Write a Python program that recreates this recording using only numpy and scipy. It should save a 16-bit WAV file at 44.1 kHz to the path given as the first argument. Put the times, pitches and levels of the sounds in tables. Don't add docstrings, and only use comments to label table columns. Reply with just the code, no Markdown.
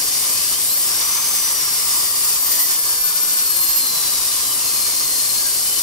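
import sys
import numpy as np
from scipy.fft import rfft, irfft
from scipy.io import wavfile
from scipy.ndimage import uniform_filter1d

SR = 44100
rng = np.random.default_rng(int(sys.argv[2]) if len(sys.argv) > 2 else 0)


def unload_wav(signal):
    wavfile.write(
        sys.argv[1],
        SR,
        np.round(np.clip(np.atleast_2d(signal).T, -1, 1) * 32767).astype(np.int16),
    )


N = 256662
TIME = np.arange(N) / SR
HZ = np.maximum(np.arange(N // 2 + 1) * SR / N, 1)
SIDES = np.array([[.5], [-.5]])
CUTOFF_HZ = 15740


def from_db(db):
    return 10 ** (np.asarray(db) / 20)


def rms_one(x):
    return x / np.sqrt(np.mean(x ** 2) + 1e-20)


def in_time(rows):
    seconds, *columns = np.transpose(rows)
    return [np.interp(TIME, seconds, column) for column in columns]


def at_hz(rows, hz):
    points, *columns = np.transpose(rows)
    return [np.interp(np.log(hz), np.log(points), column) for column in columns]


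def pan(left_db):
    gains = from_db(SIDES * left_db)
    return gains / np.sqrt(np.mean(gains ** 2, axis=0))


def white():
    return rfft(rng.standard_normal(N))


def drift(rate_hz):
    return rms_one(irfft(white() / (1 + (HZ / rate_hz) ** 2), N))


def bell(hz, width_hz, at=HZ):
    return 1 / (1 + (2 * (at - hz) / width_hz) ** 2)


def swells(rows):
    return sum(db * np.exp(-(2 * (TIME - centre) / length) ** 2) for centre, length, db in rows)


# delay in seconds on the left, then on the right.
SLAP_DELAYS = [6.66e-3, 6.8e-3]

def surroundings(x, echo_db=-18, scatter_db=-12, t60=0.21, corner_hz=1500):
    echo = from_db(echo_db) * np.exp(-2j * np.pi * np.outer(SLAP_DELAYS, HZ))
    tail = rng.standard_normal((2, N)) * from_db(-60 * np.minimum(TIME / t60, 4))
    scatter = rms_one(tail) / np.sqrt(N)
    response = 1 + echo + from_db(scatter_db) * rfft(scatter) * HZ / (HZ + corner_hz)
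    return irfft(rfft(x) * response, N)


# pitch in Hz, resting level in dB.
HUM_TONES = [(60, -62.5), (119.5, -58), (270, -60), (371, -60.5), (1060, -53.5), (1147, -64)]

def machine_hum(waver_db=1.5, wander_rad=1.0, follows=1.3):
    tones = np.zeros(N)
    for hz, level_db in HUM_TONES:
        gain = from_db(level_db + waver_db * drift(4.0))
        tones += gain * np.sin(2 * np.pi * hz * TIME + wander_rad * drift(2.0))
    room_db = in_time(HISS_FADERS)[0]
    return np.sqrt(2) * from_db(follows * (room_db - room_db.mean())) * tones * pan(1.2)


# frequency in Hz, relative level in dB.
AIR_EQ = [(40, -13), (200, -15), (500, -12), (850, -18.5), (1100, -16.5), (1600, -12.5), (2500, -9.5),
          (3900, -13.5), (4400, -1), (6000, -5.5), (6800, -3), (9200, -1.5), (12500, -4), (15500, -8.5)]
# centre in Hz, width in Hz, lift in dB.
CAVITY_PEAKS = [(280, 40, 1.8), (366, 40, 2.0), (797, 160, 3.3), (947, 40, 4.2), (1098, 400, 9.0),
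                (1163, 40, 2.6), (1701, 80, 2.3), (2046, 160, 1.4), (2950, 160, 5.6), (3144, 400, 2.1),
                (3639, 400, 8.6), (3919, 80, 7.2), (4910, 40, 4.0), (5039, 80, 4.6), (5190, 40, 4.2),
                (5362, 80, 2.4), (5642, 40, 4.6), (5728, 400, 2.6), (5986, 160, 3.8), (8484, 40, 4.3),
                (8872, 400, 3.0), (11262, 400, 3.7), (11628, 80, 2.8), (12489, 400, 1.8)]
# frequency in Hz, left over right in dB, shared power from 0 to 1,
# left phase lead in radians.
AIR_IMAGE = [(100, 1.9, 0.04, -0.6), (700, 2.7, 0.14, -1.0), (1100, 1.9, 0.55, -0.0),
             (1500, 1.5, 0.29, -3.5), (2100, 1.6, 0.21, 0.3), (2900, 3.3, 0.38, 1.4), (3600, 1.9, 0.3, 0.2),
             (4150, 1.8, 0.22, -4.4), (4700, 3.8, 0.5, 0.4), (5800, -0.7, 0.55, 0.6),
             (6600, -2.8, 0.19, 1.5), (7500, -1.6, 0.49, -3.6), (8400, 2.0, 0.53, -2.2),
             (9200, 3.6, 0.65, -3.7), (10400, 4.7, 0.5, -3.2), (11400, 7.6, 0.6, -3.5),
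             (12400, 3.6, 0.59, -3.9), (13200, 1.9, 0.57, -3.7), (14800, 1.0, 0.42, -2.8)]

def rushing_air():
    cavity_db = sum(lift_db * bell(hz, width) for hz, width, lift_db in CAVITY_PEAKS)
    colour_db = at_hz(AIR_EQ, HZ)[0] + cavity_db
    left_db, alike, lead = at_hz(AIR_IMAGE, HZ)
    shared = np.sqrt(alike) * white() * np.exp(1j * SIDES * lead)
    separate = np.sqrt(1 - alike) * np.array([white(), white()])
    return from_db(colour_db) * pan(left_db) * (shared + separate)


# time in seconds, then the base levels in dB of
HISS_FADERS = [(0, -42, -43, -35, -26, -24.8), (.7, -43, -42, -35, -27, -24),
               (1.05, -43.5, -39.5, -34, -27, -25), (2.0, -43.5, -38.5, -35.5, -27, -24.5),
               (2.9, -44.5, -40.5, -36.5, -27.5, -26), (3.8, -45.5, -42.5, -37, -28.5, -26),
               (4.0, -44, -39, -35.5, -27, -26), (4.55, -43, -40.5, -35.5, -27, -24.5),
               (5.82, -43.5, -44, -36, -27, -24.5)]
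# centre in seconds, length in seconds, depth at the jet in dB.
HISS_DIPS = [(.56, .04, 2), (.75, 0.09, 3), (2.1, .1, 2), (2.41, 0.09, 1), (2.65, 0.033, 2),
             (2.8, 0.091, 2.2), (3.01, 0.096, 2.5), (3.49, 0.04, 3), (3.86, .08, 0)]
# centre in seconds, length in seconds,
# jet lift in dB, mouth ring lift in dB.
WATER_GURGLES = [(0.272, 0.12, 0.5, 3.5), (0.533, .04, 1, 5), (1.056, .07, 0.5, 4), (1.182, 0.046, -1, 4),
                 (1.346, .06, 1.2, 3), (1.957, .11, 1, 2), (2.3, .08, 0.8, 1), (2.536, 0.076, 2, -3),
                 (2.598, .05, 1.5, 7.5), (2.71, 0.03, 1.5, 3), (2.907, 0.11, 0.5, 3.5),
                 (3.115, 0.065, -1, 4), (4.07, 0.13, 1.6, 0.5)]

def suction_hiss(gurgle_db=1.1, flutter_db=0.9, spray_flutter_db=0.5):
    air, water = rushing_air(), drift(28)
    lull_db = swells(HISS_DIPS)
    surge_db = swells((centre, length, db) for centre, length, db, _ in WATER_GURGLES) - lull_db
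    ring_db = swells((centre, length, db) for centre, length, _, db in WATER_GURGLES)
    room_db, mouth_db, slurp_db, jet_db, spray_db = in_time(HISS_FADERS)
    edges_hz = [15, 850, 1400, 4100, 7200, CUTOFF_HZ + 500]
    levels_db = [room_db + 0.82 * surge_db,
                 mouth_db + ring_db - 1.2 * lull_db + gurgle_db * drift(25),
                 slurp_db + 0.95 * surge_db + flutter_db * water,
                 jet_db + surge_db + flutter_db * water,
                 spray_db + surge_db + spray_flutter_db * drift(27)]
    out = np.zeros((2, N))
    for low, high, level_db in zip(edges_hz, edges_hz[1:], levels_db):
        band = irfft(air * ((HZ >= low) & (HZ < high)), N)
        out += from_db(level_db) * band / np.std(band.mean(axis=0))
    return out


# start in seconds, end in seconds, pitch in Hz,
# nominal width in Hz, level in dB, left over right in dB.
EDGE_TONES = [(4.282, 4.597, 3960, 90, -38, 8), (4.603, 5.41, 4217, 105, -32, 14),
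              (4.62, 5.5, 6430, 220, -36.5, -2), (5.38, 5.617, 4620, 200, -34, 6),
              (5.45, 5.82, 4150, 160, -37, 13), (5.614, 5.79, 3040, 70, -36.5, 17)]

def tip_whistles(fade_s=0.039):
    out = np.zeros((2, N))
    for start, end, hz, width_hz, level_db, left_db in EDGE_TONES:
        gate = np.clip(np.minimum(TIME - start, end - TIME) / fade_s + .5, 0, 1)
        whistle = rms_one(irfft(white() * bell(hz, 0.96 * width_hz), N))
        out += from_db(level_db) * pan(left_db) * gate * whistle
    return out


# time in seconds, speed in turns per second.
DRIVEN_SPEED = [(0, 1620), (.15, 2059), (.45, 2695), (.56, 3130), (.89, 5300), (1.0, 5750), (1.15, 6165),
                (1.3, 6310), (1.7, 5570), (1.8, 5290), (2.02, 5048), (2.08, 4875), (2.32, 4771),
                (2.45, 4586), (2.68, 4548), (2.8, 4458), (3.1, 4395), (3.42, 4400), (3.56, 4245),
                (3.76, 4282), (4.19, 3915), (4.3, 3674)]

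def rotor_speed(idle_hz=1010, coast_s=.8, inertia_s=.025):
    coasting_s = np.maximum(TIME - DRIVEN_SPEED[-1][0], 0)
    speed = idle_hz + (in_time(DRIVEN_SPEED)[0] - idle_hz) * np.exp(-coasting_s / coast_s)
    return uniform_filter1d(speed, int(inertia_s * SR) + 1, mode="nearest")


# centre and width in turns per second, lift in dB.
SHAFT_FLARES = [(1628, 66, 13.5), (2250, 160, 3), (3060, 150, 7), (3550, 430, -5), (4190, 260, 9),
                (4560, 700, -6.5)]
# speed in turns per second,
# level under full drive in dB, left phase lead in radians.
THIRD_HARMONIC = [(2500, -57, 3.7), (3450, -30, 2.4), (4210, -20.5, 2.16), (4520, -21.5, 3.0),
                  (4570, -21, 1.1), (4610, -22, 2.7), (4950, -25.5, 2.5), (5500, -31, 1.0),
                  (6300, -28, 0.9)]

def turbine_whine(wobble=0.00041, rattle=0.00877, smooth_hz=4300, waver_db=3.0, step_hz=48000):
    speed = rotor_speed()
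    shaft_db = -29 + 13.5 * np.log2(speed / 5960)
    shaft_db += sum(lift_db * bell(hz, width, speed) for hz, width, lift_db in SHAFT_FLARES)
    third_db, third_lead = at_hz(THIRD_HARMONIC, speed)
    third_db -= 7 * np.clip((TIME - 3.77) / 0.22, 0, 1)
    chatter = np.clip(5 * (1 - speed / smooth_hz), 0, 1)
    speed = speed * (1 + wobble * drift(49.4) + rattle * chatter * drift(120))
    lag_s = (TIME * step_hz % 1) / step_hz
    angle = 2 * np.pi * (np.cumsum(speed) / SR - speed * lag_s)

    def partial(multiple, level_db, left_db, lead_rad):
        waver = waver_db * np.array([drift(38), drift(29)])
        tone = np.sin(multiple * angle + SIDES * lead_rad)
        return np.sqrt(2) * from_db(level_db + waver) * pan(left_db) * tone

    shaft = partial(0.99, shaft_db, left_db=2.5, lead_rad=0.22)
    third = partial(3, third_db, left_db=1.5, lead_rad=third_lead)
    cage = partial(.391, level_db=-51, left_db=1.5, lead_rad=0)
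    return shaft + third + (1 - chatter) * cage


def scene():
    return surroundings(suction_hiss() + turbine_whine() + tip_whistles()) + machine_hum()


def record(dry):
    high_cut = np.clip((CUTOFF_HZ - HZ) / 60 + .5, 0, 1)
    return irfft(rfft(dry) * high_cut, N)


dry = scene()
out = record(dry)
unload_wav(out)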